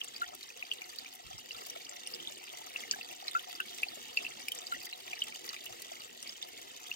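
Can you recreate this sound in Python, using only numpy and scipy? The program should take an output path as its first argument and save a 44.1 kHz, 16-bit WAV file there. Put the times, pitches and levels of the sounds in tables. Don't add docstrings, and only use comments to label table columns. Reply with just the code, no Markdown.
import sys
import numpy as np
from scipy import signal
from scipy.fft import rfft, irfft, next_fast_len
from scipy.io import wavfile
from scipy.ndimage import map_coordinates

SR = 44100
rng = np.random.default_rng(int(sys.argv[2]) if len(sys.argv) > 2 else 0)


def inscribe(sig):
    pcm = np.round(np.clip(np.atleast_2d(sig).T, -1, 1) * 32767)
    wavfile.write(sys.argv[1], SR, pcm.astype(np.int16))


def elevation(decibels):
    levels = np.asarray(decibels, float)
    return 10 ** (levels / 20)


N = 306495


def along(points, hz):
    point_hz, value = np.transpose(points)
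    return np.interp(np.log(hz + 1), np.log(point_hz + 1), value)


def unit(x):
    return x / np.sqrt(np.mean(x ** 2))


def wobble(rate_hz):
    knots = rng.standard_normal(int(N * rate_hz / SR) + 4)
    return map_coordinates(knots, [np.arange(N) * rate_hz / SR])


def filtered(x, response):
    size = next_fast_len(N + 8192)
    spectrum = rfft(x, size) * response(np.fft.rfftfreq(size, 1 / SR))
    return irfft(spectrum, size)[..., :N]


def resonances(modes):
    def response(hz):
        total = 0
        for k, (center_hz, width_hz, db) in enumerate(modes):
            damping = 1j * hz * width_hz
            total = total + (-1) ** k * elevation(db) * damping / (center_hz * center_hz - hz * hz + damping)
        return total
    return response


def scatter(start_s, waves):
    at = np.round(start_s * SR).astype(int)[:, None] + np.arange(waves.shape[1])
    return np.bincount(at.ravel(), waves.ravel(), N + SR)[:N]


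def bubbles(hz, db, t60_s, climb, swell_cycles, size):
    t = np.arange(size) / SR
    hz, db, t60_s = hz[:, None], db[:, None], t60_s[:, None]
    turns = hz * t * (1 + climb * np.minimum(t / t60_s, 1))
    swell = (1 - np.exp(-t * hz / swell_cycles)) ** 2
    return elevation(db - 60 * t / t60_s) * swell * np.sin(2 * np.pi * turns)


def ticks(db, t60_s, size):
    t = np.arange(size) / SR
    envelope = elevation(db[:, None] - 60 * t / t60_s) * (1 - np.exp(-t / t60_s / 0.19))
    return envelope * rng.standard_normal((len(db), size))


# start in s, bubble pitch in Hz, strength in dB, lag at the right microphone in ms.
DROP_EVENTS = [(0.013, 2940, -15.5, 1.2), (0.044, 8330, -26.5, 1.04), (0.083, 7100, -26.5, 0.41),
               (0.163, 4770, -22.5, 1.27), (0.2175, 1385, -19.5, 0.43), (0.214, 3970, -27, 0.4),
               (0.218, 2050, -34, 0.39), (0.241, 1910, -26.5, 0.39), (0.429, 4060, -23, 0.43),
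               (0.502, 2530, -26, 0.34), (0.625, 2460, -15, 1.04), (0.714, 2940, -9.5, 1.12),
               (0.736, 8100, -25, 0.54), (0.986, 4530, -19.5, 0.57), (1.508, 2800, -18.5, 1.04),
               (1.699, 5750, -20, 0.424), (1.761, 660, -19.5, 0.65), (1.894, 7280, -24.5, 0.5),
               (2.073, 8700, -18, 0.41), (2.073, 5340, -27, 1.07), (2.138, 4950, -19, 1.1),
               (2.273, 3580, -16, 0.41), (2.76, 2670, -12.5, 1.08), (2.836, 2120, -23.5, 0.4),
               (2.91, 2450, -21, 1.05), (2.912, 7060, -15.5, 0.34), (2.911, 4800, -10.5, 1.11),
               (2.911, 5830, -14, 0.43), (2.911, 3500, -21, 0.4), (2.936, 1630, -26.5, 0.4),
               (2.96, 750, -26, 0.8), (2.986, 756, -27, 0.45), (3.011, 2660, -18, 1.05),
               (3.112, 2690, -24, 1.05), (3.224, 770, -27, 0.44), (3.28, 2220, -28, 0.53),
               (3.281, 4130, -13, 0.37), (3.28, 5070, -22.5, 0.99), (3.312, 8440, -22.5, 0.41),
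               (3.349, 1335, -14.5, 0.45), (3.363, 1407, -19.5, 0.43), (3.349, 2050, -25.5, 0.39),
               (3.355, 2600, -22, 1.14), (3.363, 2620, -32, 1.1), (3.552, 4800, -25.5, 0.63),
               (3.6, 1503, -20, 1.02), (3.602, 2740, -11.5, 1.08), (3.832, 2550, -5, 0.48),
               (3.885, 4480, -19.5, 0.36), (3.97, 610, -23, 0.58), (3.978, 424, -22, 0.51),
               (3.988, 420, -24, 0.42), (3.971, 240, -21, 0.42), (3.932, 727, -28.5, 0.57),
               (4.075, 260, -21, 0.42), (4.171, 4670, -16.5, 0.52), (4.172, 2650, -4.5, 1.14),
               (4.249, 2660, -15.5, 1.11), (4.265, 2660, -15, 1.05), (4.482, 2950, -18, 1.1),
               (4.483, 4960, -23.5, 0.966), (4.483, 2420, -14.5, 0.49), (4.518, 3140, -14, 1.07),
               (4.549, 8270, -25.5, 1.04), (4.588, 7300, -26.5, 0.74), (4.668, 4780, -19.5, 1.12),
               (4.668, 7400, -31.5, 0.42), (4.7219, 1380, -20.5, 0.42), (4.719, 3950, -24, 0.42),
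               (4.721, 2050, -31, 0.4), (4.737, 2820, -22.5, 0.98), (4.745, 1900, -26, 0.41),
               (4.76, 1950, -31, 0.37), (4.927, 2690, -20, 0.99), (5.131, 2480, -14.5, 0.98),
               (5.191, 5700, -25, 0.27), (5.219, 3020, -7.5, 1.04), (5.238, 7960, -23.5, 0.54),
               (5.49, 4640, -18.5, 1.06), (5.497, 4140, -28, 0.42), (4.933, 4010, -20.5, 0.42),
               (5.369, 4630, -32.5, 1.04), (3.029, 4550, -26.5, 1.04), (0.841, 4650, -30, 1.04),
               (4.419, 4550, -31, 1.04), (5.564, 2380, -22.5, 0.48), (5.662, 2830, -19.5, 0.85),
               (5.916, 676, -19, 0.8), (6.227, 8830, -26.5, 0.49), (6.227, 5450, -28.5, 1.2),
               (6.293, 5070, -21.5, 0.46), (6.426, 3560, -17.5, 0.43), (6.914, 2720, -14, 1.156),
               (0.15, 4720, -38, 1.04), (0.202, 710, -31, 0.54), (0.212, 2970, -31, 1.04),
               (0.232, 2800, -28, 1.04), (0.409, 4470, -34, 0.45), (0.634, 728, -30, 0.48),
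               (0.652, 4700, -32, 1.04), (0.736, 2680, -25, 1), (0.818, 2410, -21, 0.61),
               (1.047, 2850, -36, 1.04), (1.059, 2390, -25, 0.53), (1.196, 727, -29.5, 0.52),
               (1.308, 736, -25, 0.75), (1.38, 5500, -28, 0.436), (1.516, 4600, -23, 1.01),
               (1.565, 4700, -29.5, 1.04), (1.584, 2740, -26.5, 1.04), (1.665, 4750, -33, 1.04),
               (1.76, 2264, -29, 0.56), (1.849, 4870, -27, 1.14), (1.866, 3010, -27, 1.04),
               (1.964, 5800, -30.5, 0.37), (2.201, 3080, -23, 1.1), (2.349, 4600, -31, 1.04),
               (2.499, 3270, -25, 1.04), (2.592, 2820, -37, 0.87), (2.611, 890, -33, 0.46),
               (2.706, 2310, -33, 0.43), (2.849, 770, -34, 0.42), (2.894, 2970, -30, 1.04),
               (2.919, 4700, -31, 1.04), (2.924, 2960, -25, 1.04), (2.947, 6000, -28, 0.43),
               (3.393, 3200, -23.5, 1.05), (3.583, 3120, -31, 1.07), (3.801, 3500, -31, 0.47),
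               (3.865, 780, -30, 0.52), (3.957, 7060, -30, 0.487), (4.048, 2780, -30, 1.1),
               (4.086, 2800, -31, 1.04), (4.183, 6200, -29, 0.4), (4.187, 2520, -16.5, 1.05),
               (4.213, 611, -24.5, 0.58), (4.238, 5070, -30, 0.93), (4.309, 2250, -30.5, 0.52),
               (4.542, 740, -35, 0.49), (4.707, 726, -32, 0.48), (4.717, 2950, -29, 1.3),
               (4.764, 574, -26, 0.55), (4.914, 4350, -33, 0.45), (5.073, 2820, -30, 0.98),
               (5.134, 717, -25, 0.56), (5.157, 4560, -33, 1.04), (5.242, 2660, -24.5, 1.1),
               (5.323, 2400, -24, 0.58), (5.345, 4670, -29.5, 1.04), (5.463, 1995, -38, 0.34),
               (5.7, 732, -27.5, 0.55), (5.822, 4760, -28, 1.04), (6.003, 4600, -30.5, 1.07),
               (6.019, 2790, -26, 0.98), (6.047, 7300, -28, 0.5), (6.355, 3070, -28.5, 1.02),
               (6.86, 2300, -34, 0.45)]
# pitch in Hz, t60 in s.
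RING_T60 = [(500, 0.014), (1400, 0.048), (2000, 0.013), (2600, 0.01), (8000, 0.0053)]
# pitch in Hz, swell time constant in cycles.
SWELL_CYCLES = [(700, 2.46), (1400, 1.4), (2700, 2.17), (5000, 1.9)]
# pitch in Hz, mean climb up to t60 as a share of pitch.
PITCH_CLIMB = [(700, 0.013), (1300, 0.04), (2000, 0.0092), (4700, 0.0078)]
# pitch in Hz, left over right in dB.
DROP_LEAN_DB = [(700, 2), (1400, 0), (2600, 0), (4500, -5), (7200, 9), (8700, 0)]
SHAKE_AT_4KHZ = 0.16


def drops():
    start_s, hz, db, late_ms = np.transpose(DROP_EVENTS)
    size = 3000
    waves = bubbles(hz, db, along(RING_T60, hz), climb=along(PITCH_CLIMB, hz)[:, None],
                    swell_cycles=along(SWELL_CYCLES, hz)[:, None], size=size)
    cycles = hz[:, None] * np.arange(size) / SR
    rows, cycles = np.broadcast_arrays(np.arange(len(hz))[:, None], cycles)
    shake = map_coordinates(rng.standard_normal((len(hz), 200)), [rows, cycles / 4])
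    waves *= 1 + SHAKE_AT_4KHZ * np.sqrt(hz / 4000)[:, None] * shake
    waves[:, :199] += np.diff(ticks(db - 22, 0.0024, size=200))
    lean = elevation(along(DROP_LEAN_DB, hz) / 2)[:, None]
    left = scatter(start_s, waves * lean)
    right = scatter(start_s + late_ms / 1000, waves / lean)
    return np.array([left, right])


# start in s, strength in dB.
SPLAT_EVENTS = [(0.044, -25), (0.216, -28.5), (0.3481, -23.5), (0.958, -29.5), (1.136, -30), (1.6656, -23),
                (1.702, -24.5), (0.6085, -44), (0.7337, -28), (1.1508, -28), (2.0726, -37), (2.1216, -30),
                (2.5277, -33), (2.9542, -36), (3.1148, -31), (3.3907, -31), (3.4241, -32), (4.4004, -40),
                (5.1128, -47), (5.239, -28), (5.489, -29), (5.6421, -28), (6.2751, -32), (6.6817, -38),
                (2.924, -24), (3.518, -31), (3.6017, -25), (3.777, -30), (3.8298, -24), (4.4828, -19),
                (4.518, -20), (4.549, -26), (4.7214, -27), (4.737, -31), (4.824, -34), (4.853, -21.5),
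                (5.464, -27.5), (5.656, -23.5), (5.819, -21), (6.225, -33)]
SPLAT_LEAN_DB = 3


def splats():
    start_s, db = np.transpose(SPLAT_EVENTS)
    bursts = np.array([scatter(start_s, ticks(db + side * SPLAT_LEAN_DB / 2, 0.016, size=600))
                       for side in (1, -1)])
    return filtered(bursts, lambda hz: 1j * hz / (6000 + 1j * hz))


# center in Hz, width in Hz, level in dB.
SPRAY_BANDS = [(2800, 5500, -2), (6600, 4700, -2.5), (12600, 5600, -5.5)]
# resonance in Hz, width in Hz, level in dB.
ROCK_HOLLOWS = [(482, 283, -2), (732, 80, 7.5), (1292, 78, 1), (1760, 280, -3.5), (2344, 1050, -0.5),
                (3610, 484, 2.5), (4670, 360, 0), (6085, 430, 1), (7300, 650, -1), (14100, 3440, -5)]


def trickle(count):
    place, pitch, life, size = rng.random((count, 4)).T
    clumps = elevation(1.35 * wobble(14) + 2.17 * wobble(70))
    strength_db = np.minimum(-4.5 * np.log(size), 8)
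    hz = 350 * 26 ** pitch
    db = strength_db * (0.15 + 0.95 * pitch) - 5 * (1 - pitch)
    t60_s = (5 + 34 * life * pitch) / hz
    fizz = scatter(place * N / SR, bubbles(hz, db, t60_s, climb=0.2, swell_cycles=0.7, size=1000))
    crackle = 0
    for band in SPRAY_BANDS:
        place, size = rng.random((count // 14, 2)).T
        tick_db = np.minimum(-5 * np.log(size), 9)
        bursts = scatter(place * N / SR, ticks(tick_db, 0.0063, size=500))
        crackle = crackle + filtered(bursts, resonances([band]))
    mixed = clumps * (unit(fizz) + 1.006 * unit(crackle))
    return unit(filtered(mixed, resonances(ROCK_HOLLOWS)))


# frequency in Hz, relative density in dB per Hz.
HUSH_SPECTRUM = [(35, -19), (75, -8.5), (140, -13), (300, 3), (750, 3), (1100, -11), (3000, 3.5),
                 (8000, -8.5), (11000, -14), (16000, -9)]


def hush():
    noise = rng.standard_normal(N) * elevation(1.84 * wobble(7.8))
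    return unit(filtered(noise, lambda hz: elevation(along(HUSH_SPECTRUM, hz))))


# start in s, strength in dB, left over right in dB.
WIND_PUFFS = [(0.259, -32, 19), (1.241, -13, -7), (1.279, -19, -8), (1.335, -9, -3), (1.537, -20, -13),
              (4.75, -29, 17), (5.697, -18, -9)]


def wind():
    start_s, db, pan_db = np.transpose(WIND_PUFFS)
    gusts = np.array([scatter(start_s, ticks(db + side * pan_db / 2, 0.095, size=8000)) for side in (1, -1)])
    return filtered(gusts, lambda hz: 1j * hz / (60 + 1j * hz) / (1 + 1j * hz / 150) ** 4)


# frequency in Hz, t60 in s.
WALL_T60 = [(500, 0.064), (1500, 0.043), (4000, 0.056), (12000, 0.0079)]


def walls(x):
    out, step = np.zeros(N + SR), SR // 10
    for i in range(0, N, step):
        hz, t, z = signal.stft(rng.standard_normal(4096), SR, nperseg=128)
        decay = elevation(-60 * t / along(WALL_T60, hz)[:, None])
        tail = signal.istft(z * decay, SR, nperseg=128)[1]
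        wet = signal.fftconvolve(x[i:i + step], tail / np.linalg.norm(tail))
        out[i + 60:i + 60 + len(wet)] += wet
    return out[:N]


BANK_MS, BANK_DB, BANK_HZ = 8.165, -5, 1080


def bank(x):
    def response(hz):
        delay = np.exp(-2j * np.pi * hz * BANK_MS / 1000)
        return 1 + elevation(BANK_DB) * delay / np.sqrt(1 + (hz / BANK_HZ) ** 8)
    return filtered(x, response)


# frequency in Hz, likeness as a share of 1.
LIKENESS = [(60, 0.14), (500, 1), (1000, 0.96), (1500, 0.81), (3500, 0.8), (6000, 0.22), (12000, 0.12)]
# lag in ms, level in dB.
RIGHT_PATHS = [(0.438, -4), (0.702, -19.5), (1.033, -7.5), (1.43, -22)]
# frequency in Hz, left over right in dB.
LEAN_DB = [(100, 2.5), (400, -2), (740, -5), (1400, 1.5), (3300, -3), (5500, -2.5), (7500, 1.5), (10000, 6),
           (13500, -2), (15500, 1)]


def spaced(x):
    z = signal.stft(x, nperseg=256)[2]
    scrambled = z * np.exp(2j * np.pi * rng.random(z.shape))
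    twin = signal.istft(scrambled, nperseg=256)[1][:N]
    twin = unit(twin) * np.std(x)

    def alike(hz):
        return np.clip(along(LIKENESS, hz), 0, 1)

    def paths(hz):
        return sum(elevation(db) * np.exp(-2j * np.pi * hz * ms / 1000) for ms, db in RIGHT_PATHS)

    shared = filtered(x, lambda hz: alike(hz) * paths(hz))
    unshared = filtered(twin, lambda hz: np.sqrt(1 - alike(hz) ** 2))
    pair = np.array([x, shared + unshared])
    return filtered(pair, lambda hz: elevation(np.outer([0.5, -0.5], along(LEAN_DB, hz))))


# time in s, relative flow level in dB.
FLOW_LEVEL = [(0.0, -51), (0.13, -53), (0.31, -53.5), (1.26, -54), (1.62, -51.5), (2.54, -53), (2.84, -50),
              (3.31, -52.5), (3.79, -50.5), (4.16, -53), (4.72, -52), (4.88, -51), (5.73, -51.5),
              (6.02, -53.5), (6.66, -54), (6.95, -52.5)]
SCATTER_HZ = 1500


def scene():
    time_s, flow_db = np.transpose(FLOW_LEVEL)
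    flow = elevation(np.interp(np.arange(N) / SR, time_s, flow_db))
    small = bank(flow * (elevation(2) * trickle(count=5000) + elevation(-2.5) * hush()))
    loud = drops() + splats()
    loud_echo = filtered(walls(loud[0]), lambda hz: (1j * hz / (SCATTER_HZ + 1j * hz)) ** 2)
    echoes = elevation(-7) * walls(small) + elevation(-7) * loud_echo
    return spaced(small + echoes) + loud + wind()


def top_cut(x):
    return signal.sosfilt(signal.butter(12, 16960, fs=SR, output="sos"), x)


def record(dry):
    mix = filtered(dry, lambda hz: (hz < 15800) * 1j * hz / (50 + 1j * hz))
    return top_cut(mix)


dry = scene()
out = record(dry)
inscribe(out)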